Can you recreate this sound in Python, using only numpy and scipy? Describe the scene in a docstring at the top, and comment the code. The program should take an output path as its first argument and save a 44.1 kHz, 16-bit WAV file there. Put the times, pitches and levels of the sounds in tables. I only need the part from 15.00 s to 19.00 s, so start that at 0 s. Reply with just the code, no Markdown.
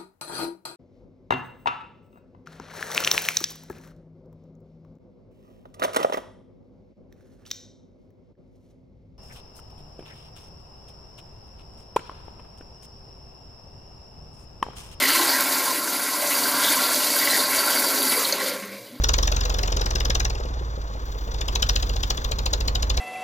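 """A hissing, spattering rush of water: a toilet flushes in a small washroom, heard from above the bowl.
Jets from the rim spray over the porcelain, splash into the pool and churn in the drain, all coloured
by the bowl's hollow. Pockets of air gulp through the stream and slugs of water slap over the drain.
After a last, loud slap the flow dies to a trickle and the drain gives a low hollow note."""
import sys
import numpy as np
from scipy import signal
from scipy.io import wavfile
from scipy.ndimage import uniform_filter1d

SR = 44100
rng = np.random.default_rng(int(sys.argv[2]) if len(sys.argv) > 2 else 0)


def unload_audio(sound):
    """Save the sound as a 16-bit wav file, at the path given as the first command line argument."""
    columns = np.transpose(np.atleast_2d(sound))
    # keep every value between -1 and 1, then stretch to whole-number steps
    steps = np.round(np.clip(columns, -1, 1) * 32767)
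    wavfile.write(sys.argv[1], SR, steps.astype(np.int16))


N = 176400
T = np.arange(N) / SR

# Faders of the main stream. Each row: time in seconds, then spray, splash and churn in relative dB.
STREAM_LEVELS = [(0,-25,-28.5,-30),(.13,-22.5,-23.5,-33.5),(.4,-25,-26,-33),(.68,-25.5,-28.5,-34.5),(.78,-28.5,-30.8,-34),(1.17,-29,-30,-38),(1.35,-24,-28.5,-32.5),(1.6,-26.5,-25.5,-32.5),(1.68,-24,-25,-32.5),(1.86,-25,-25,-33),(1.97,-25,-31,-32.5),(2.25,-23.5,-28.3,-33),(2.38,-24,-28,-31.5),(2.5,-28,-28,-35),(2.58,-25,-25,-34),(3.0,-25,-29.5,-31),(3.15,-26,-28,-34),(3.28,-27,-33.5,-37),(3.36,-33.5,-31,-34.5),(3.46,-29,-33.5,-37.5),(3.545,-36.5,-36,-38),(3.59,-42.5,-45,-44),(3.8,-48,-57.5,-44.5),(4,-54.5,-54.5,-50.5)]
# Tone of those three layers. Each row: frequency in Hz, relative level in dB.
SPRAY_SPECTRUM = [(1800,-36),(2700,-15),(3800,-4),(5500,4),(7000,2.5),(9000,1.5),(11500,-3.5),(14000,-2),(16000,-3)]
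SPLASH_SPECTRUM = [(450,-41),(750,2.5),(1000,4.5),(1500,-4.5),(2200,-2.5),(2800,10),(4500,-37),(8000,-28)]
CHURN_SPECTRUM = [(30,-43),(55,-23),(85,-33),(115,-18),(160,-43.5),(220,3.5),(330,-3),(600,0.5),(800,-14),(1300,-29)]
# The hollow of the bowl. Each row: centre in Hz, width in Hz, boost or cut in dB.
BOWL_PEAKS = [(276,46,11.5),(964,19.4,6),(1049,76,9.8),(1230,70,-6),(1383,52,11),(1571,90,11.5),(1973,134,8.5),(2237,82,6.5),(4050,860,5),(4820,340,5),(10460,1100,5),(13300,1370,9)]
# The note of the draining pool. Each row: time in seconds, centre in Hz, width in Hz.
POOL_NOTE = [(1.5,596,26.4),(2.4,588,58),(3.5,560,69.5)]
# Faders of the rim jets, mist, coarse drops, pipe rumble and trickle.
# Each row: time in seconds, relative level in dB.
JET_LEVELS = [(0,-37),(1.2,-40),(1.35,-35),(2.2,-32.5),(2.6,-31),(3.15,-29.5),(3.38,-51),(3.48,-32),(3.6,-60)]
MIST_LEVELS = [(0,-36),(2.4,-33.5),(2.65,-30.5),(2.95,-34),(3.1,-24.5),(3.3,-39),(3.6,-65)]
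SPATTER_LEVELS = [(0,-28),(.18,-35),(.65,-43.5),(1.15,-49),(1.33,-39.5),(2.35,-32.5),(2.55,-64),(3.25,-37.5),(3.48,-36.5),(3.6,-54)]
RUMBLE_LEVELS = [(0,0.5),(1.2,-10),(1.4,-0.5)]
TRICKLE_LEVELS = [(1.4,-46),(2.3,-42),(3.1,-36),(3.44,-34.5),(3.6,-38.5),(3.76,-39.5),(3.8,-50),(4,-56)]
# Gulps of air. Each row: middle in seconds, length in seconds, pitch in Hz, relative level in dB.
AIR_POCKETS = [(0.042,0.071,2040,-28.5),(0.088,0.27,2995,-34),(0.12,0.17,4300,-31.5),(0.2,0.13,360,-35),(0.312,0.08,4700,-31.5),(.35,0.069,1790,-32.5),(0.684,0.057,970,-33.5),(1.227,0.093,615,-35),(1.312,.025,2080,-37),(1.335,.03,2650,-32),(1.65,0.027,3400,-27.5),(1.677,0.044,3520,-27.5),(1.796,0.031,264,-41),(1.832,0.053,4070,-31),(2.22,0.032,1950,-33.5),(2.278,0.015,2040,-28),(2.342,0.073,1840,-33),(2.402,0.019,3920,-29),(2.457,.022,4100,-32.5),(2.677,.03,1530,-37.5),(3.024,0.018,3570,-31.5),(3.144,.08,2220,-38),(3.182,0.054,485,-32.5),(3.21,0.087,1210,-35.5),(3.253,0.016,4100,-26.5),(3.413,0.041,2030,-36),(3.497,0.16,548,-39.5),(3.637,.035,213,-44.5)]
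# Lone drops close by. Each row: start in seconds, relative level in dB.
LONE_DROPS = [(.408,-3.5),(1.675,-16)]
# Slugs of water slapping shut. Each row: start in seconds, decay in seconds, relative level in dB.
SLAP_HITS = [(1.714,.008,-23),(2.394,.009,-19),(2.584,.012,-19.5),(3.324,.0052,-8.5)]
# What the trickle and the slaps ring with. Each row: centre in Hz, width in Hz, relative level in dB.
TRICKLE_RESONANCES = [(206.6,31,-7),(408.6,27,-4),(536.4,29,-3.5),(1067,130,-3.5),(1594,180,-6),(2136,440,0),(4100,1400,-6)]
SLAP_RESONANCES = [(595,160,-6),(4550,900,-1),(6500,2400,-6.5)]


def from_db(db):
    """Decibels to gain."""
    return 10 ** (np.asarray(db) / 20)


def fader(levels, offset_db=0):
    """Gain that glides through rows of seconds and dB, holding its first and last values."""
    return from_db(np.interp(T, *np.transpose(levels)) + offset_db)


def unit_power(x):
    """Scale to an overall power of one."""
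    return x / np.sqrt(np.mean(x ** 2) + 1e-20)


def steady(x, window_s=0.095):
    """Ride the gain to unit power over every short stretch; the fast flutter stays."""
    power = np.abs(uniform_filter1d(x ** 2, int(window_s * SR)))
    return x / np.sqrt(power + 1e-20)


def drift(rate_hz):
    """Smooth random wander with a spread of one."""
    step, settle = 40, 2000
    pole = np.exp(-2 * np.pi * rate_hz * step / SR)
    noise = rng.standard_normal(N // step + settle + 2)
    slow = signal.lfilter([1], [1, -2 * pole, pole * pole], noise)[settle:]
    return np.interp(np.arange(N) / step, np.arange(len(slow)), unit_power(slow))


def resonate(x, hz, width_hz):
    """A band-pass resonance with steep skirts."""
    edges = np.clip([hz - width_hz / 2, hz + width_hz / 2], 10, .45 * SR)
    return signal.sosfilt(signal.butter(2, edges, "band", fs=SR, output="sos"), x + 1e-18)


def moving_peak(x, hz, width_hz, db, block=441):
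    """A bell boost or cut whose centre and width follow curves, block by block."""
    gain = from_db(db / 2)
    width = np.pi * width_hz / SR * max(gain, 1 / gain)
    tuning = -2 * np.cos(2 * np.pi * hz / SR)
    out, state = np.zeros(N), np.zeros(2)
    for i in range(0, N, block):
        forward = [1 + width[i] * gain, tuning[i], 1 - width[i] * gain]
        feedback = [1 + width[i] / gain, tuning[i], 1 - width[i] / gain]
        out[i:i + block], state = signal.lfilter(forward, feedback, x[i:i + block], zi=state)
    return out


def drops(per_s, spread_db):
    """Random impacts of uneven size: a positive spread makes a few louder, a negative one softer."""
    sizes = from_db(spread_db * np.minimum(rng.exponential(1, N), 5))
    return sizes * rng.choice([-1, 1], N) * (rng.random(N) < per_s / SR)


def rush(spectrum, drops_per_s, spread_db, flicker_db, flicker_hz):
    """Dense impacts blur into a wash of half-octave bands, each flickering on its own."""
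    edges = 30 * 2 ** np.arange(0, 9.6, .5)
    hz, db = np.transpose(spectrum)
    impacts = [unit_power(drops(drops_per_s, spread_db)) for _ in range(2)]
    out = 0
    for k, (low, high) in enumerate(zip(edges, edges[1:])):
        band_pass = signal.butter(2, [low, high], "band", fs=SR, output="sos")
        band = signal.sosfilt(band_pass, impacts[k % 2] + 1e-18)
        band_db = np.interp(np.log(np.sqrt(low * high)), np.log(hz), db)
        out = out + band * from_db(band_db + flicker_db * drift(flicker_hz))
    return unit_power(out)


def bubbles(low_hz, high_hz, per_s, cycles, rise, spread_db):
    """Single bubbles ring for some cycles, rising in pitch as they near the surface."""
    out = np.zeros(N + SR)
    for when, pitch, size, life in rng.random((int(per_s * N / SR), 4)):
        hz = low_hz * (high_hz / low_hz) ** pitch
        t60 = cycles * (.5 + life) / hz
        t = np.arange(int(min(t60, .5) * SR)) / SR
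        db = spread_db * min(-np.log(1 - size), 3.5) - 60 * t / t60
        start = int(when * N)
        out[start:start + len(t)] += from_db(db) * np.sin(2 * np.pi * hz * t * (1 + rise * t / t60))
    low_cut = signal.butter(2, 0.7 * low_hz, "high", fs=SR, output="sos")
    return unit_power(signal.sosfilt(low_cut, out[:N]))


def bowl(x):
    """The bowl's colour wavers as the water sloshes; the pool's note sinks and widens as it drains."""
    slosh = 1 + 0.0057 * drift(rate_hz=3.5)
    for hz, width_hz, db in BOWL_PEAKS:
        x = moving_peak(x, hz * slosh, width_hz * slosh, db)
    times, hz, width_hz = np.transpose(POOL_NOTE)
    return moving_peak(x, np.interp(T, times, hz) * slosh, np.interp(T, times, width_hz), db=9.5)


def stream():
    """Bright spray, midrange splash and low churn surge together as the jets sputter."""
    surge = drift(rate_hz=26)
    spray = rush(SPRAY_SPECTRUM, drops_per_s=14000, spread_db=3, flicker_db=1.65, flicker_hz=42)
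    splash = rush(SPLASH_SPECTRUM, drops_per_s=5000, spread_db=3, flicker_db=2.5, flicker_hz=17)
    splash += from_db(-9) * bubbles(740, 2324, per_s=220, cycles=29, rise=0.12, spread_db=4.5)
    churn = rush(CHURN_SPECTRUM, drops_per_s=3000, spread_db=2, flicker_db=1.5, flicker_hz=12)
    churn += from_db(-12) * bubbles(288.6, 870, per_s=70, cycles=24, rise=0.07, spread_db=1)
    times, *levels = np.transpose(STREAM_LEVELS)
    spray_db, splash_db, churn_db = [np.interp(T, times, db) for db in levels]
    return (steady(bowl(spray)) * from_db(spray_db + 1.5 + 1.2 * surge)
            + steady(bowl(splash)) * from_db(splash_db + 0.68 * surge)
            + steady(bowl(churn)) * from_db(churn_db + 0.49 * surge))


def rim_jets():
    """The rim jets sing in one narrow, sputtering band."""
    hiss = resonate(drops(3000, spread_db=-0.5), hz=4650, width_hz=250)
    sputter = from_db(3.5 * drift(rate_hz=30))
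    return steady(hiss * sputter) * fader(JET_LEVELS)


def mist():
    """Fine mist sizzles at the top end, strongest late in the flush as the jets narrow."""
    sizzle = unit_power(resonate(drops(9000, spread_db=5.5), hz=10960, width_hz=1500))
    return sizzle * fader(MIST_LEVELS, 1.1 * drift(rate_hz=33))


def spatter():
    """Coarse drops tick on the porcelain and leave small ringing bubbles."""
    patter = unit_power(resonate(drops(5000, spread_db=2), hz=3620, width_hz=2250))
    pings = bubbles(2636, 4970, per_s=260, cycles=105, rise=0.031, spread_db=5)
    return (patter + pings) * fader(SPATTER_LEVELS, -5 + 0.59 * drift(rate_hz=30))


def pipe_rumble():
    """Water going down the pipe lays a faint rumble under the flush."""
    rumble = unit_power(resonate(rng.standard_normal(N), hz=123.4, width_hz=40))
    return rumble * fader(RUMBLE_LEVELS, offset_db=-60)


def trickle():
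    """A thin stream patters and fizzes into the pool, faint at first and swelling near the end."""
    patter = drops(2500, spread_db=3)
    rings = sum(from_db(db) * unit_power(resonate(patter, hz, width_hz))
                for hz, width_hz, db in TRICKLE_RESONANCES)
    fizz = from_db(-9) * bubbles(1190, 6900, per_s=400, cycles=50, rise=.05, spread_db=3.5)
    return (steady(rings) + fizz) * fader(TRICKLE_LEVELS)


def gulps():
    """Each air pocket breaks into a swelling and fading cluster of bubbles of like size."""
    out = np.zeros(N)
    for middle_s, length_s, hz, db in AIR_POCKETS:
        swell = np.exp(-(2 * (T - middle_s) / length_s) ** 2)
        cluster = swell * resonate(drops(per_s=450, spread_db=-1.5), hz, width_hz=.17 * hz)
        makeup_gain = np.sqrt(np.sum(swell ** 2) / (np.sum(cluster ** 2) + 1e-12))
        out += from_db(db) * cluster * makeup_gain
    return out


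def hit(start_s, decay_s, db):
    """An envelope with an instant attack and an exponential decay."""
    return from_db(db) * (T > start_s) * np.exp(-np.abs(T - start_s) / decay_s)


def drop_ticks(decay_s=.0009):
    """Lone drops land close by with a sharp tick."""
    envelope = sum(hit(start_s, decay_s, db) for start_s, db in LONE_DROPS)
    bright_noise = unit_power(np.diff(rng.standard_normal(N + 1)))
    return envelope * bright_noise


def slaps():
    """Slugs of water smack shut over the drain, ringing the pool and the porcelain."""
    force = sum(hit(start_s, decay_s, db) for start_s, decay_s, db in SLAP_HITS)
    out = 0
    for hz, width_hz, db in SLAP_RESONANCES:
        noise = resonate(rng.standard_normal(N), hz, width_hz / 2)
        ring = np.cos(np.angle(signal.hilbert(noise)))  # phase only, so the force sets the punch
        out = out + from_db(db) * resonate(force * ring, hz, width_hz)
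    return out


def drain_note(start_s=3.86, rise_s=0.092):
    """The emptied drain resounds with a low hollow note."""
    fade_in = np.clip((T - start_s) / rise_s, 0, 1)
    note = steady(resonate(rng.standard_normal(N), hz=256, width_hz=46))
    return from_db(-41.5) * fade_in * note


def washroom(x, t60_s=0.24, predelay_s=.003):
    """Hard walls give a short reverb; four tails crossfade as the listening position sways."""
    t = T[:SR // 2]
    tails = rng.standard_normal((4, len(t))) * from_db(-60 * t / t60_s) * (t > predelay_s)
    shares = np.array([drift(rate_hz=0.41) for _ in tails])
    shares /= np.sqrt(np.sum(shares ** 2, axis=0))
    reverbs = [signal.fftconvolve(x, tail / np.sqrt(np.sum(tail ** 2)))[:N] for tail in tails]
    return np.sum(shares * reverbs, axis=0)


def scene():
    """All the water in its room, over the dry pipe rumble, the same in both channels."""
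    water = stream() + rim_jets() + mist() + bowl(gulps() + spatter())
    water = water + slaps() + drop_ticks() + trickle() + drain_note()
    mix = from_db(-1.44) * (water + from_db(-8) * washroom(water)) + pipe_rumble()
    return np.array([mix, mix])


def record(dry, cutoff_hz=15300):
    """A steep high cut takes off the very top."""
    return signal.sosfilt(signal.ellip(12, .1, 85, cutoff_hz, fs=SR, output="sos"), dry)


dry = scene()
out = record(dry)
unload_audio(out)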